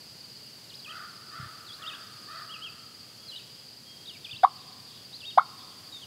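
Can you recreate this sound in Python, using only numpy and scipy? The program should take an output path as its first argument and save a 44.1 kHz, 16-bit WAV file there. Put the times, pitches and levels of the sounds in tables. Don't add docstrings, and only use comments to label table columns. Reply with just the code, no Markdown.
import sys
import numpy as np
from scipy import signal
from scipy.fft import rfft, irfft, next_fast_len
from scipy.io import wavfile
from scipy.ndimage import map_coordinates

SR = 44100
rng = np.random.default_rng(int(sys.argv[2]) if len(sys.argv) > 2 else 0)


def wav_out(sig):
    wavfile.write(sys.argv[1], SR, np.round(np.clip(np.atleast_2d(sig).T, -1, 1) * 32767).astype(np.int16))


N = 267246


def amp(db):
    return 10 ** (np.asarray(db) / 20)


def unit(x):
    return x / np.sqrt(np.mean(x ** 2) + 1e-20)


def along(points, hz):
    f, v = np.transpose(points)
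    return np.interp(np.log(hz + 1), np.log(f + 1), v)


def wobble(rate, size=N):
    knots = rng.standard_normal(int(size * rate / SR) + 4)
    return map_coordinates(knots, [np.arange(size) * rate / SR])


def ramp(x):
    return np.sin(np.pi / 2 * np.clip(x, 0, 1)) ** 2


def filtered(x, response):
    m = next_fast_len(len(x) + 8192)
    spectrum = rfft(x, m) * response(np.fft.rfftfreq(m, 1 / SR))
    return irfft(spectrum, m)[:len(x)]


def coloured(x, spectrum):
    return unit(filtered(x, lambda hz: amp(along(spectrum, hz))))


def noise(spectrum, size=N):
    return coloured(rng.standard_normal(size), spectrum)


def add(track, s, sound):
    part = track[max(0, round(s * SR)):][:len(sound)]
    part += sound[:len(part)]


def turning(hz):
    return 2 * np.pi * np.cumsum(hz) / SR


def foliage(x, t60, delay):
    t = np.arange(SR // 2) / SR
    tail = rng.standard_normal(len(t)) * amp(-60 * t / t60) * (t > delay)
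    return signal.fftconvolve(x, tail / np.linalg.norm(tail))[:N]


def forest(x, build):
    # f/Hz, t60/s
    wood_decay = [(200, 0.38), (800, 1.58), (1250, 2.184), (1900, 1.4), (3200, 2), (8000, 0.847)]
    hz, t, bins = signal.stft(rng.standard_normal(2 * SR), SR, nperseg=256)
    decay = amp(-60 * t / along(wood_decay, hz)[:, None])
    tail = signal.istft(bins * decay * (1 - np.exp(-t / build)), SR, nperseg=256)[1]
    return signal.fftconvolve(x, tail / np.linalg.norm(tail))[:N]


def air(air_db=-54, rumble_db=-59):
    # f/Hz, relative level/dB per Hz
    air_colour = [(20, -45.5), (60, -24.5), (200, -2.5), (450, -0.5), (900, -3.5), (1300, -5), (2300, -5),
                  (2900, -2), (3500, -2.5), (4200, -3.5), (5600, -4), (8000, -7.5), (12000, -11),
                  (15800, -16)]
    # f/Hz, relative level/dB per Hz
    rumble_colour = [(20, -49), (40, -27.5), (65, -16.5), (95, -6), (120, -2), (170, -5.5), (260, -9),
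                     (500, -19), (1200, -48)]
    hiss = amp(air_db + 0.65 * wobble(3.2)) * noise(air_colour)
    rumble = amp(rumble_db + 0.38 * wobble(5)) * noise(rumble_colour)
    return hiss + rumble


def bumps(rise=0.00335, t60=0.07):
    # t/s, f/Hz, approximate peak level/dB
    thuds = [(1.395, 127.5, -34.5), (1.425, 115, -38.5), (1.456, 108.8, -41), (4.331, 115.8, -44)]
    out, t = np.zeros(N), np.arange(SR // 4) / SR
    for s, hz, db in thuds:
        envelope = 2 * amp(db - 60 * t / t60) * (1 - np.exp(-(t / rise) ** 2))
        add(out, s, envelope * np.sin(2 * np.pi * hz * t))
    return out


def crickets(count=440, start_hz=4960, fall=0.122, length=0.02685, near_db=-53.5, far_db=-54, drift_db=0.92):
    # f/Hz, relative level/dB
    chorus = [(3600, -32), (4100, -8.5), (4450, -1.5), (4700, -2.5), (4900, 2), (5030, -5.5), (5110, -0.5),
              (5280, -13), (5700, -50)]
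    strokes = np.zeros(N)
    u = np.linspace(0, 1, int(length * SR))
    for k, (when, pitch, size) in enumerate(rng.standard_normal((count, 3))):
        hz = start_hz * (1 + .022 * pitch) * (1 - fall * u ** 1.373)
        loudness = amp(5 * np.tanh(size))
        stroke = loudness * np.sin(np.pi * u) * np.sin(turning(hz))
        add(strokes, (k + .7 * when) * N / SR / count, stroke)
    return amp(drift_db * wobble(3.0)) * (amp(near_db) * unit(strokes) + amp(far_db) * noise(chorus))


def far_whistles(direct_db=-2, leaves_db=-5, wood_db=-8):
    # t/s, length/s, start f/Hz, end f/Hz, random warble/Hz, peak level/dB
    whistles = [(0.129, 0.084, 3270, 2800, 200, -68.5), (0.426, 0.075, 2720, 3050, 100, -59),
                (3.179, 0.26, 3310, 3295, 10.6, -55.5), (3.845, 0.171, 3255, 3220, 8.26, -52.5),
                (4.559, 0.127, 3720, 3190, 260, -55), (4.667, 0.076, 3230, 3780, 278, -57.5),
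                (4.857, 0.159, 3920, 3316, 322, -51.5), (5.58, 0.053, 3070, 3750, 264, -50.5),
                (5.66, 0.079, 3660, 3130, 240, -55.5), (5.908, .07, 7050, 7000, 33.3, -60),
                (5.95, 0.092, 6400, 6340, 21, -58)]
    out = np.zeros(N)
    for s, length, start_hz, end_hz, warble_hz, db in whistles:
        u = np.linspace(0, 1, int(length * SR))
        hz = start_hz + (end_hz - start_hz) * u + warble_hz * wobble(200, size=len(u))
        add(out, s, amp(db) * np.sqrt(4 * u * (1 - u)) * np.sin(turning(hz)))
    leaves = amp(leaves_db) * foliage(out, t60=0.134, delay=0.0099)
    return amp(direct_db) * out + leaves + amp(wood_db) * forest(out, build=0.037)


def crow(arch=.18, rasp_hz=90, rasp=0.66, breakup=4, direct_db=0, leaves_db=-5, wood_db=-6.5):
    # t/s, length/s, f at the top of the arch/Hz, level before the swell/dB
    caws = [(0.867, 0.2224, 673.9, -44), (1.305, 0.197, 670.5, -43.5), (1.783, .21, 638.3, -45),
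            (2.272, 0.1938, 652, -43)]
    # f/Hz, relative level/dB
    throat = [(400, -34), (640, -20.5), (900, -18.5), (1080, -6.5), (1190, -2.5), (1340, -3.5), (1500, 2),
              (1700, -2.5), (1900, -15), (2200, -16.5), (2700, -25.5), (3500, -17), (5000, -28.5)]
    jitter, hoarse = .02, .65
    out = np.zeros(N)
    for s, length, hz, db in caws:
        u = np.linspace(0, 1, int(length * SR))
        hump = np.abs(np.sin(np.pi * u ** .7))
        strain = 1 + breakup * u ** 2
        phase = turning(hz * (1 + arch * (hump - 1) + jitter * strain * wobble(249.5, size=len(u))))
        shake = 1 + rasp * np.sin(turning(rasp_hz * (1 + 0.22 * wobble(63.44, size=len(u)))))
        harmonics = sum(np.sin(k * phase) for k in range(1, 8))
        voice = shake * harmonics + hoarse * strain * rng.standard_normal(len(u))
        caw = np.zeros(N)
        add(caw, s, amp(db) * hump * coloured(voice, throat))
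        leaves = amp(leaves_db) * foliage(caw, t60=0.308, delay=0.0021)
        out += amp(direct_db) * caw + leaves + amp(wood_db) * forest(caw, build=0.055)
    return out


def songbird(direct_db=0, leaves_db=-11, trunks_db=-15, wood_db=-14, flutter_db=2.5):
    # t/s, length/s, start f/Hz, end f/Hz,
    # swing/semitones, swing rate/Hz, time to a crest/s, level before swell and flutter/dB
    song = [ (0.69, 0.0727, 3428, 3906, 4.5, 15.5, 0.002, -46),
            (0.789, 0.0216, 4945, 3435, 1, 0.5, 0, -44.5), (.841, 0.0906, 3092, 2590, 3, 14, 0.0675, -43.5),
            (1.66, 0.1003, 4000, 4110, 3.5, 8.5, 0.1079, -44),
            (1.818, 0.1406, 3345, 2872, 3, 14, 0.0654, -41.5),
            (2.489, 0.085, 3191, 2760, 1.68, 14, 0.037, -42.5),
            (2.61, 0.0855, 3139, 2752, 1.5, 11.5, 0.0353, -41),
            (3.275, 0.037, 4520, 3954, -0.5, 0, 0.0013, -41),
            (3.309, 0.0654, 3177, 2881, 0.98, 17.5, 0.0016, -41.5),
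            (3.351, 0.0606, 3463, 3002, 3, 14, 0.0203, -43.5), (4.051, 0.0196, 4463, 3010, 0, -1, 0, -44),
            (4.068, 0.0576, 2850, 3633, 4, 11, 0.0115, -42.5),
            (4.135, 0.0415, 2550, 2442, 1.5, 26.5, .01, -48.5),
            (4.24, 0.0363, 3050, 2904, 3.5, 15.5, 0.0032, -41),
            (4.287, .09, 2850, 3356, 3, 18, .031, -41.5), (5.124, 0.0516, 4403, 3680, 3, 13, 0.037, -43),
            (5.202, 0.0623, 3177, 2958, 2.5, 16.5, 0.00031, -43),
            (5.253, 0.0562, 3689, 3728, 0, 3, 0.011, -39), (5.296, 0.032, 3690, 2585, 0, 0, 0, -42.5),
            (5.919, 0.076, 3877, 3487, 0, 1.5, 0, -43), (6.01, 0.043, 3530, 2716, 0, 1, 0.0036, -44.5)]
    attack_s, release_s = 0.0099, 0.00702
    swell_db = 2.5
    db_per_semitone = 1.186
    crest_sharp = 0.1134
    waver = 0.0057
    out = np.zeros(N)
    for s, length, start_hz, end_hz, swing, rate, crest_s, db in song:
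        t = np.arange(int(length * SR)) / SR
        angle = 2 * np.pi * rate * (t - crest_s)
        semitones = swing * (np.cos(angle) + crest_sharp * (np.cos(2 * angle) - 1))
        hz = np.linspace(start_hz, end_hz, len(t)) * 2 ** (semitones / 12)
        above = 12 * np.log2(hz / hz.mean())
        swell = swell_db * (np.sin(np.pi * t / length) - 2 / np.pi)
        level_db = db + db_per_semitone * above + swell
        envelope = ramp(t / attack_s) * ramp((length - t) / release_s)
        tone = np.sin(turning(hz * (1 + waver * wobble(250.6, size=len(t)))))
        add(out, s, amp(level_db) * envelope * tone)
    out = out * amp(flutter_db * wobble(160))
    leaves = amp(leaves_db) * foliage(out, t60=0.138, delay=0.016)
    trunks = amp(trunks_db) * foliage(out, t60=0.2, delay=0.045)
    return amp(direct_db) * out + leaves + trunks + amp(wood_db) * forest(out, build=0.0067)


def plops(second_db=-24, snap_rise=0.00848, leaves_db=-21, wood_db=-33.5, echo_hz=800):
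    # t/s, time to the leap/s,
    # share by which the note starts flat, level of the high note/dB, rebound f/Hz, rebound level/dB
    cavities = [(4.4315, .016, 0.29, -2.5, 1078, -14.5), (5.3737, .0105, .12, -1, 1286, -6.5)]
    # t/s, snap level/dB, lower mode level/dB, upper mode level/dB
    snaps = [(4.431, -25.5, -50.5, -40), (5.375, -22.5, -34.5, -47.5)]
    # f/Hz, relative level/dB
    snap_colour = [(150, -16), (350, -28), (520, -0.5), (1000, 16), (1500, 10), (1900, -1.5), (2200, 1),
                   (2550, -25.5), (3450, 0.5), (4600, -19), (5800, -32.5), (8800, -34), (9800, -17),
                   (11000, -34.5), (16000, -32)]
    # f/Hz, lower then upper mode
    modes_hz = [2178, 3730]
    low_hz, high_hz, leap_width_s = 758.7, 1131.5, 0.00138
    low_note_db = -6.5
    settle_s = 0.00287
    open_share, hold_s, close_s = 0.477, 0.0025, .0045
    rebound_after_s, rebound_s, rebound_rise = .0115, 0.011116, 0.278
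    out, t = np.zeros(N), np.arange(SR // 10) / SR
    u = np.linspace(0, 1, int(rebound_s * SR))
    for s, leap_s, flat, db, rebound_hz, rebound_db in cavities:
        leapt = (1 + np.tanh((t - leap_s) / leap_width_s)) / 2
        low_note = low_hz * (1 - flat * np.exp(-t / settle_s))
        phase = turning(low_note + (high_hz - low_hz) * leapt)
        envelope = ramp(t / (open_share * leap_s)) * (1 - ramp((t - leap_s - hold_s) / close_s))
        overtone = amp(second_db) * np.exp(-t / leap_s) * np.sin(2 * phase)
        add(out, s, amp(db + low_note_db * (1 - leapt)) * envelope * (np.sin(phase) + overtone))
        rebound_pitch = rebound_hz * (1 + rebound_rise * (u - .5))
        rebound = np.sin(np.pi * u) ** 2 * np.sin(turning(rebound_pitch))
        add(out, s + leap_s + rebound_after_s - rebound_s / 2, amp(rebound_db) * rebound)
    swell = (t / snap_rise * np.exp(1 - t / snap_rise)) ** 1.35
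    for s, snap_db, *mode_db in snaps:
        ring = sum(amp(db) * np.sin(2 * np.pi * hz * t) for hz, db in zip(modes_hz, mode_db))
        add(out, s, swell * (ring + amp(snap_db) * noise(snap_colour, size=len(t))))
    high_pass = signal.butter(2, echo_hz, "high", fs=SR, output="sos")
    scattered = signal.sosfilt(high_pass, out)
    leaves = amp(leaves_db) * foliage(scattered, t60=0.12, delay=.018)
    return out + leaves + amp(wood_db) * forest(scattered, build=0.0188)


def scene():
    background = air() + bumps() + crickets()
    return (background + far_whistles() + crow() + songbird() + plops())[None]


def limiter(x, limit_db=-8, attack=0.0014, release=0.042):
    over_db = np.maximum(20 * np.log10(np.abs(x) + 1e-9) - limit_db, 1e-9)
    age = np.arange(N) / SR / release
    held_db = np.exp(np.maximum.accumulate(np.log(over_db) + age) - age)
    keep = np.exp(-1 / (attack * SR))
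    return x * amp(-signal.lfilter([1 - keep], [1, -keep], held_db))


def record(dry, low_cut_hz=50, top_hz=15750):
    low_cut = signal.butter(3, low_cut_hz, "high", fs=SR, output="sos")
    limited = signal.sosfilt(low_cut, limiter(dry[0]))
    return filtered(limited, lambda hz: hz < top_hz)[None]


dry = scene()
out = record(dry)
wav_out(out)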